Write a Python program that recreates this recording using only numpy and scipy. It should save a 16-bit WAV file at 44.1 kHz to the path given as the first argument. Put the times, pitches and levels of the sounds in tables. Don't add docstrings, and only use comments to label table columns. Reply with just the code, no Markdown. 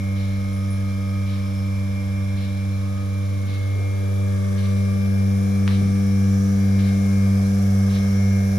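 import sys
import numpy as np
from scipy import signal
from scipy.fft import irfft, next_fast_len
from scipy.io import wavfile
from scipy.ndimage import uniform_filter1d, map_coordinates

SR = 44100
rng = np.random.default_rng(int(sys.argv[2]) if len(sys.argv) > 2 else 0)


def output_pcm(signal):
    pcm = np.clip(np.atleast_2d(signal).T, -1, 1) * 32767
    wavfile.write(sys.argv[1], SR, np.round(pcm).astype(np.int16))


N = 378378
TIME = np.arange(N) / SR
FFT_SIZE = next_fast_len(N)
BINS_HZ = np.maximum(np.arange(FFT_SIZE // 2 + 1) * SR / FFT_SIZE, 1)
SHAFT_HZ, VANES, MAINS_HZ = 24.508, 4, 50.008
CUTOFF_HZ = 15500

# t/s, nearness to the pump (0 far, about 1 close)
NEARNESS = [(0, 0.03), (3, 0.01), (3.7, 0.16), (4.5, 0.39), (5.5, 0.68), (8, 1.14), (8.58, 1.15)]
# f/Hz, gain/dB
NEAR_EQ = [(60, 0.5), (130, -1.5), (250, 5.5), (450, 2), (700, 3.5), (1100, 0.5), (1600, 5), (3500, -1.4),
           (5500, 7), (8000, 4.5), (14000, 5.5)]
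# t/s, shaft order, half width/s, depth/dB
NODE_CROSSINGS = [(.55, 96, 0.28, 8), (.9, 90, .3, 19), (2.02, 90, 0.32, 19), (2.9, 88, 0.45, 22),
                  (3.05, 90, .35, 15), (3.3, 217, 1, 14), (3.63, 96, 0.2, 17), (3.73, 8, 0.8, 15),
                  (3.8, 24, 0.6, 4), (4.1, 48, 0.3, 14), (4.12, 88, 0.21, 26), (4.5, 96, .28, 16),
                  (4.75, 12, 0.57, 9), (5.45, 88, 1.1, 10), (6.15, 24, 1.07, 6), (6.3, 48, 0.69, 15),
                  (6.37, 88, 0.26, 22), (6.5, 96, 0.17, 18), (7.25, 236, .4, 8), (7.6, 88, 0.24, 22),
                  (7.68, 96, 0.2, 20), (8.58, 12, 1.35, 11), (9.6, 8, 1, 17)]
# f/Hz, left-right likeness (-1 to 1)
STEREO_LIKENESS = [(60, 0.96), (300, 0.89), (520, 0.45), (660, -0.024), (900, -0.2), (1700, -0.14),
                   (2400, 0.27), (4500, 0.49), (6000, 0.31), (7500, 1), (15000, 1)]
# f/Hz, right lead/rad
TREBLE_LEAD = [(4500, -.4), (5800, 0), (7000, 1.4), (8100, 3.1), (8800, 3.7), (9700, 4.7), (11000, 6.1),
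               (12300, 6.6), (13200, 7.7), (14500, 9.3)]
# t/s, length/s, starting f/Hz, climb/(Hz per s), level/dB
DRONE_SWELLS = [(0, 2.3, 43.9, 12.2, -49), (3.3, 1.0, 51.5, 1.5, -50), (5.205, 3.6, 47.8, 3.0, -47)]
# t/s, level/dB, f/Hz,
# decay/s
BEDDING_THUDS = [(2.33, -41, 75, .08), (2.36, -42, 168, 0.12), (3.3, -43, 200, 0.096),
                 (3.42, -42, 170, 0.15), (3.74, -40, 420, 0.087), (3.8, -43, 560, .06),
                 (5.819, -32, 189, 0.089)]
# t/s, level/dB, f/Hz, decay/s
CUP_SQUEAKS = [(.526, -50, 9950, 0.075), (.698, -43.5, 9930, 0.045)]
# f/Hz, level/(dB per Hz)
CLICK_ECHOES = [(400, -95), (900, -68), (2200, -69), (4000, -75), (7000, -92), (14000, -110)]
# f/Hz, base level/(dB per Hz)
PUFF_SPECTRUM = [(900, -100), (1700, -76), (2600, -78), (3800, -75), (4600, -79), (6000, -94), (9000, -93),
                 (14000, -110)]
# f/Hz, width/Hz, gain/dB
BODY_RESONANCES = [(458, 100, 4), (686, 160, 4.5), (1198, 276, 6), (1655, 320, 8), (2276, 260, 6.5),
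                   (3480, 920, 5), (5470, 1020, 4), (8500, 910, 5.5)]
# f/Hz, base level/(dB per Hz)
RUSH_SPECTRUM = [(22, -89), (38, -84), (55, -65.5), (80, -63), (125, -71), (250, -77.5), (400, -81.5),
                 (900, -84), (1400, -87.5), (2700, -90.5), (5000, -94), (7500, -94.5), (11000, -97.5),
                 (15000, -100)]
# f/Hz, width/Hz, aisle level/dB, nearness gain/dB
PIPE_RESONANCES = [(476, 97, -48.5, -5), (680, 118, -57.5, 10)]
# f/Hz, base level/(dB per Hz)
SCRAPE_SPECTRUM = [(45, -84), (73, -62.5), (130, -77.5), (400, -86.5), (900, -82.5), (1180, -80.5),
                   (1600, -90), (2220, -88), (2900, -93.5), (4400, -94), (5400, -92.5), (8400, -91.5),
                   (10000, -99), (15000, -103)]
RINGING_ORDERS = (44, 48, 51, 67, 88, 90, 96, 168, 217, 236)
# stall level/dB, aisle level/dB, nearness gain/dB, swell/dB, flutter/dB
RINGING_LEVELS = [(-62, -62, -3, 3.5, 4.5), (-66, -52, -2, 1, 4), (-57, -73.5, 13.5, 3, 2.5),
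                  (-67.5, -59, -1, 2.5, 4), (-52.5, -43, -4, 1.5, 1.5), (-53, -62, 2, 3, 2),
                  (-51, -48.5, -1.5, 0.5, 2.5), (-66, -69, 3, 2.5, 4), (-61.5, -66, 2, 1.2, 3),
                  (-67, -79, 23, -0.5, 2)]
# multiple of the mains, base level/dB
MAINS_HARMONICS = [(2, -43), (3, -60.5), (4, -54.5), (6, -56.5), (9, -67), (10, -57.5), (12, -58.5),
                   (14, -78), (16, -68.5)]
# stall level/dB, aisle level/dB, nearness gain/dB, left-right balance/dB,
# left lead in the stall/rad, left lead near the pump/rad
VANE_HARMONICS = [(-23.5, -21.5, 2, -0.9, 0.52, 0.095), (-29, -28.5, 10, -1.3, 0.23, 0.088),
                  (-42.5, -43, 5.5, 1.5, .35, .65), (-64.5, -46, 2.5, 3, 1.3, .65),
                  (-51, -47, 5.5, -1, .4, .65), (-43, -34.5, -8.5, 1.5, 1.9, 1.6)]
# t/s, left-right balance/dB
SECOND_HARMONIC_PAN = [(3.4, -1), (4.4, 6.5), (5.3, 5.5), (8.58, 1.5)]


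def from_db(db):
    return 10 ** (np.asarray(db) / 20)


def in_time(points):
    return np.interp(TIME, *np.transpose(points))


def at_hz(points, hz):
    f, value = np.transpose(points)
    return np.interp(np.log(hz), np.log(f), value)


def drift(rate_hz):
    knots = rng.standard_normal(int(rate_hz * TIME[-1]) + 4)
    coarse = TIME[::100]
    return np.interp(TIME, coarse, map_coordinates(knots, [coarse * rate_hz + 1], order=3))


def burst(start, rise, decay):
    age = np.maximum(TIME - start, 0)
    return (1 - np.exp(-np.minimum(age / rise, 6) ** 2)) * np.exp(-np.minimum(age / decay, 20))


def band_pass(sound, low_hz, high_hz, order=2):
    return signal.sosfilt(signal.butter(order, [low_hz, high_hz], "band", fs=SR, output="sos"), sound)


def stereo_lines(hz):
    mid, side = (rng.standard_normal((2, len(hz))) + 1j * rng.standard_normal((2, len(hz)))) / 2
    alike = np.clip(at_hz(STEREO_LIKENESS, hz), -1, 1)
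    mid, side = np.sqrt(1 + alike) * mid, np.sqrt(1 - alike) * side
    return np.array([mid + side, (mid - side) * np.exp(1j * at_hz(TREBLE_LEAD, hz))])


def to_sound(lines):
    return irfft(lines * np.sqrt(SR * FFT_SIZE / 2), FFT_SIZE)[:, :N]


def noise(spectrum=((20, 0), (20000, 0)), eq_db=0):
    return to_sound(stereo_lines(BINS_HZ) * from_db(at_hz(spectrum, BINS_HZ) + eq_db))


def tone(cycles, level_db, pan_db=0, lead=0):
    ear = np.array([[.5], [-.5]])
    peak = np.sqrt(2) * from_db(level_db + ear * pan_db) / np.sqrt(np.cosh(pan_db * np.log(10) / 20))
    return peak * np.cos(2 * np.pi * cycles + ear * lead)


def body_db(hz):
    return sum(db / (1 + (2 * (hz - f) / width) ** 4) for f, width, db in BODY_RESONANCES)


def in_aisle(leave_s=2.9, takes_s=1.1):
    return np.clip((TIME - leave_s) / takes_s, 0, 1)


def shaft_tone(order, turns, level_db, pan_db, lead, offset):
    ear_shift = 0.17 * np.array([[1], [-1]])
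    wave = np.ones((2, 1))
    for s, node_order, half_width, depth_db in NODE_CROSSINGS:
        if round(node_order) == order:
            side = np.tanh((TIME - s) / half_width + ear_shift)
            wave = wave * (side - 1j * from_db(-depth_db) * np.sqrt(1 - side ** 2))
    return np.abs(wave) * tone(order * turns + offset + np.angle(wave) / (2 * np.pi), level_db, pan_db, lead)


def far_drone(waver_db=1.5, waver_hz=0.85, fade_s=0.28):
    out = 0
    for s, length, hz, climb, db in DRONE_SWELLS:
        age = TIME - s
        fade = np.clip(np.minimum(age, length - age) / fade_s, 0, 1)
        cycles = np.cumsum(hz + climb * age + waver_hz * drift(10)) / SR
        out = out + fade * tone(cycles, db + waver_db * drift(3))
    return out


def noise_hits(rows, relative_width, rise_s):
    out, white = 0, noise()
    for s, db, hz, decay in rows:
        grain = band_pass(white, hz / (1 + relative_width), hz * (1 + relative_width))
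        out = out + from_db(db) * grain / grain.std() * burst(s, rise_s, decay)
    return out


def bedding_thuds():
    return noise_hits(BEDDING_THUDS, relative_width=0.37, rise_s=0.0046)


def cup_squeaks():
    return noise_hits(CUP_SQUEAKS, relative_width=0.019, rise_s=0.0068)


def hoof_knock(at_s=5.818, level_db=-17, hz=190, decay_s=0.0068):
    return from_db(level_db) * burst(at_s, 0.00054, decay_s) * np.sin(2 * np.pi * hz * (TIME - at_s))


def click(at_s=5.6781, peak_db=-12.5, tail_s=0.043):
    impulse = (np.arange(N) == round(at_s * SR)) + 1e-18
    snap = band_pass(impulse, 1000, 3100)
    direct = from_db(peak_db) * snap / np.abs(snap).max() * from_db([[0], [-2.5]])
    return direct + noise(CLICK_ECHOES) * burst(at_s, .001, tail_s)


def pulsator(near, first_s=0.15, every_s=1.1045, hold_s=0.077, decay_s=.11, vent_hz=3950, width_hz=450):
    flow = sum(burst(s, rise=0.011, decay=np.inf) * np.exp(-np.clip(TIME - s - hold_s, 0, 2) / decay_s)
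               for s in np.arange(first_s, TIME[-1], every_s))
    vent_db = 2.5 / (1 + (2 * (BINS_HZ - vent_hz) / width_hz) ** 2)
    hiss = noise(PUFF_SPECTRUM, vent_db)
    distance_db, ragged_db = -5.5 + 2 * near, 2 * drift(35)
    return hiss * flow * from_db(distance_db + ragged_db)


def air_rush(turns, near, vane_depth=0.15, shaft_depth=0.13):
    lines = stereo_lines(BINS_HZ) * from_db(at_hz(RUSH_SPECTRUM, BINS_HZ) + body_db(BINS_HZ))
    far_air = to_sound(lines)
    close_air = to_sound(lines * from_db(at_hz(NEAR_EQ, BINS_HZ)))
    throb = 1 + vane_depth * np.cos(2 * np.pi * VANES * turns) + shaft_depth * np.cos(2 * np.pi * turns)
    return (far_air * (1 - near) + close_air * near) * throb


def exhaust_pipe(turns, near, throb=0.36, stall_shade_db=14.5):
    gulps = noise() * (1 + throb * np.cos(2 * np.pi * VANES * turns))
    out, shade_db = 0, stall_shade_db * (1 - in_aisle())
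    for hz, width, db, near_db in PIPE_RESONANCES:
        ring = band_pass(gulps, hz - width / 2, hz + width / 2)
        out = out + from_db(db + near_db * near - shade_db) * ring / ring.std()
    return out


def vane_rattle(turns, near, spots=26, size=4096):
    hz = SHAFT_HZ * np.arange(1, int(CUTOFF_HZ / SHAFT_HZ))
    scrape = from_db(at_hz(SCRAPE_SPECTRUM, hz) + body_db(hz)) * np.sqrt(SHAFT_HZ / 2) * size
    lines = np.array([stereo_lines(hz) for _ in range(spots)]) * scrape
    spots_per_s = 0.797 + 3.11 * np.clip(near, 0, .8)
    path = np.minimum(np.cumsum(spots_per_s) / SR, spots - 1.001)
    near_db = np.interp(np.arange(spots), path, near)[:, None, None] * at_hz(NEAR_EQ, hz)
    ridges = uniform_filter1d(rng.standard_normal((spots, 1, len(hz))), size=5) * np.sqrt(5)
    ridge_db = at_hz([(1500, 1), (5000, 4)], hz) * np.clip(ridges, -2, 2)
    lines = lines * from_db(near_db + ridge_db)
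    loop_size = 4 * size
    loops = irfft(np.pad(lines, ((0, 0), (0, 0), (1, 0))), loop_size) * 4
    angle = (turns % 1 * loop_size).astype(int) % loop_size
    spot = path.astype(int)
    blend = (path - spot) * np.pi / 2
    return loops[spot, :, angle].T * np.cos(blend) + loops[spot + 1, :, angle].T * np.sin(blend)


def housing_whine(turns, near, neighbour_db=-63.0):
    def sing(order, db):
        pan_db = 5.5 * near + 2.5 * drift(2.02)
        lead = -.6 + 0.83 * drift(1.98)
        return shaft_tone(order, turns, db, pan_db, lead, offset=rng.random() + 0.043 * drift(2.06))
    aisle, ringing = in_aisle(), 0
    for order, (stall_db, aisle_db, near_db, swell_db, flutter_db) in zip(RINGING_ORDERS, RINGING_LEVELS):
        level_db = stall_db + (aisle_db - stall_db) * aisle + near_db * near
        ringing = ringing + sing(order, level_db + swell_db * drift(1.99) + flutter_db * drift(20))
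    return ringing + sum(sing(order, neighbour_db + 1.5 * drift(2)) for order in (89, 92))


def motor_hum(near, in_step_s=.22):
    (_, main_db), *upper = MAINS_HARMONICS
    cycles = 2 * MAINS_HZ * (TIME - in_step_s) + VANES * SHAFT_HZ * in_step_s
    buzz = sum(tone(round(k) * MAINS_HZ * TIME + rng.random(), db + 3.1 * near, lead=rng.normal(0, 1.0))
               for k, db in upper)
    return tone(cycles, main_db + 7.5 * near) + buzz


def vane_hum(turns, near, waver_db=0.0949, second_lag_cycles=0.866):
    aisle, close, out = in_aisle(), np.minimum(near, 0.85), 0
    for k, (stall_db, aisle_db, near_db, pan_db, stall_lead, near_lead) in enumerate(VANE_HARMONICS, 1):
        level_db = stall_db + (aisle_db - stall_db) * aisle + near_db * close
        level_db += waver_db * (k - 1) * drift(10)
        if k == 2:
            pan_db = pan_db + in_time(SECOND_HARMONIC_PAN)
        lead = stall_lead + (near_lead - stall_lead) * close
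        offset = {1: 0, 2: -second_lag_cycles}.get(k, rng.random())
        out = out + shaft_tone(k * VANES, turns, level_db, pan_db, lead, offset)
    return out


def scene():
    near = in_time(NEARNESS)
    turns = SHAFT_HZ * TIME + 0.0011 * drift(2) + .0001 * drift(22)
    pump_tones = vane_hum(turns, near) + motor_hum(near) + housing_whine(turns, near)
    pump_noise = vane_rattle(turns, near) + air_rush(turns, near) + exhaust_pipe(turns, near)
    barn = click() + hoof_knock() + bedding_thuds() + cup_squeaks()
    return pump_tones + pump_noise + pulsator(near) + barn + far_drone()


def record(dry, tilt=0.12):
    presence = band_pass(dry, 2200, 6000, order=1)
    top_cut = signal.cheby2(14, 70, CUTOFF_HZ, fs=SR, output="sos")
    return signal.sosfilt(top_cut, dry + tilt * presence * [[1], [-1]])


dry = scene()
out = record(dry)
output_pcm(out)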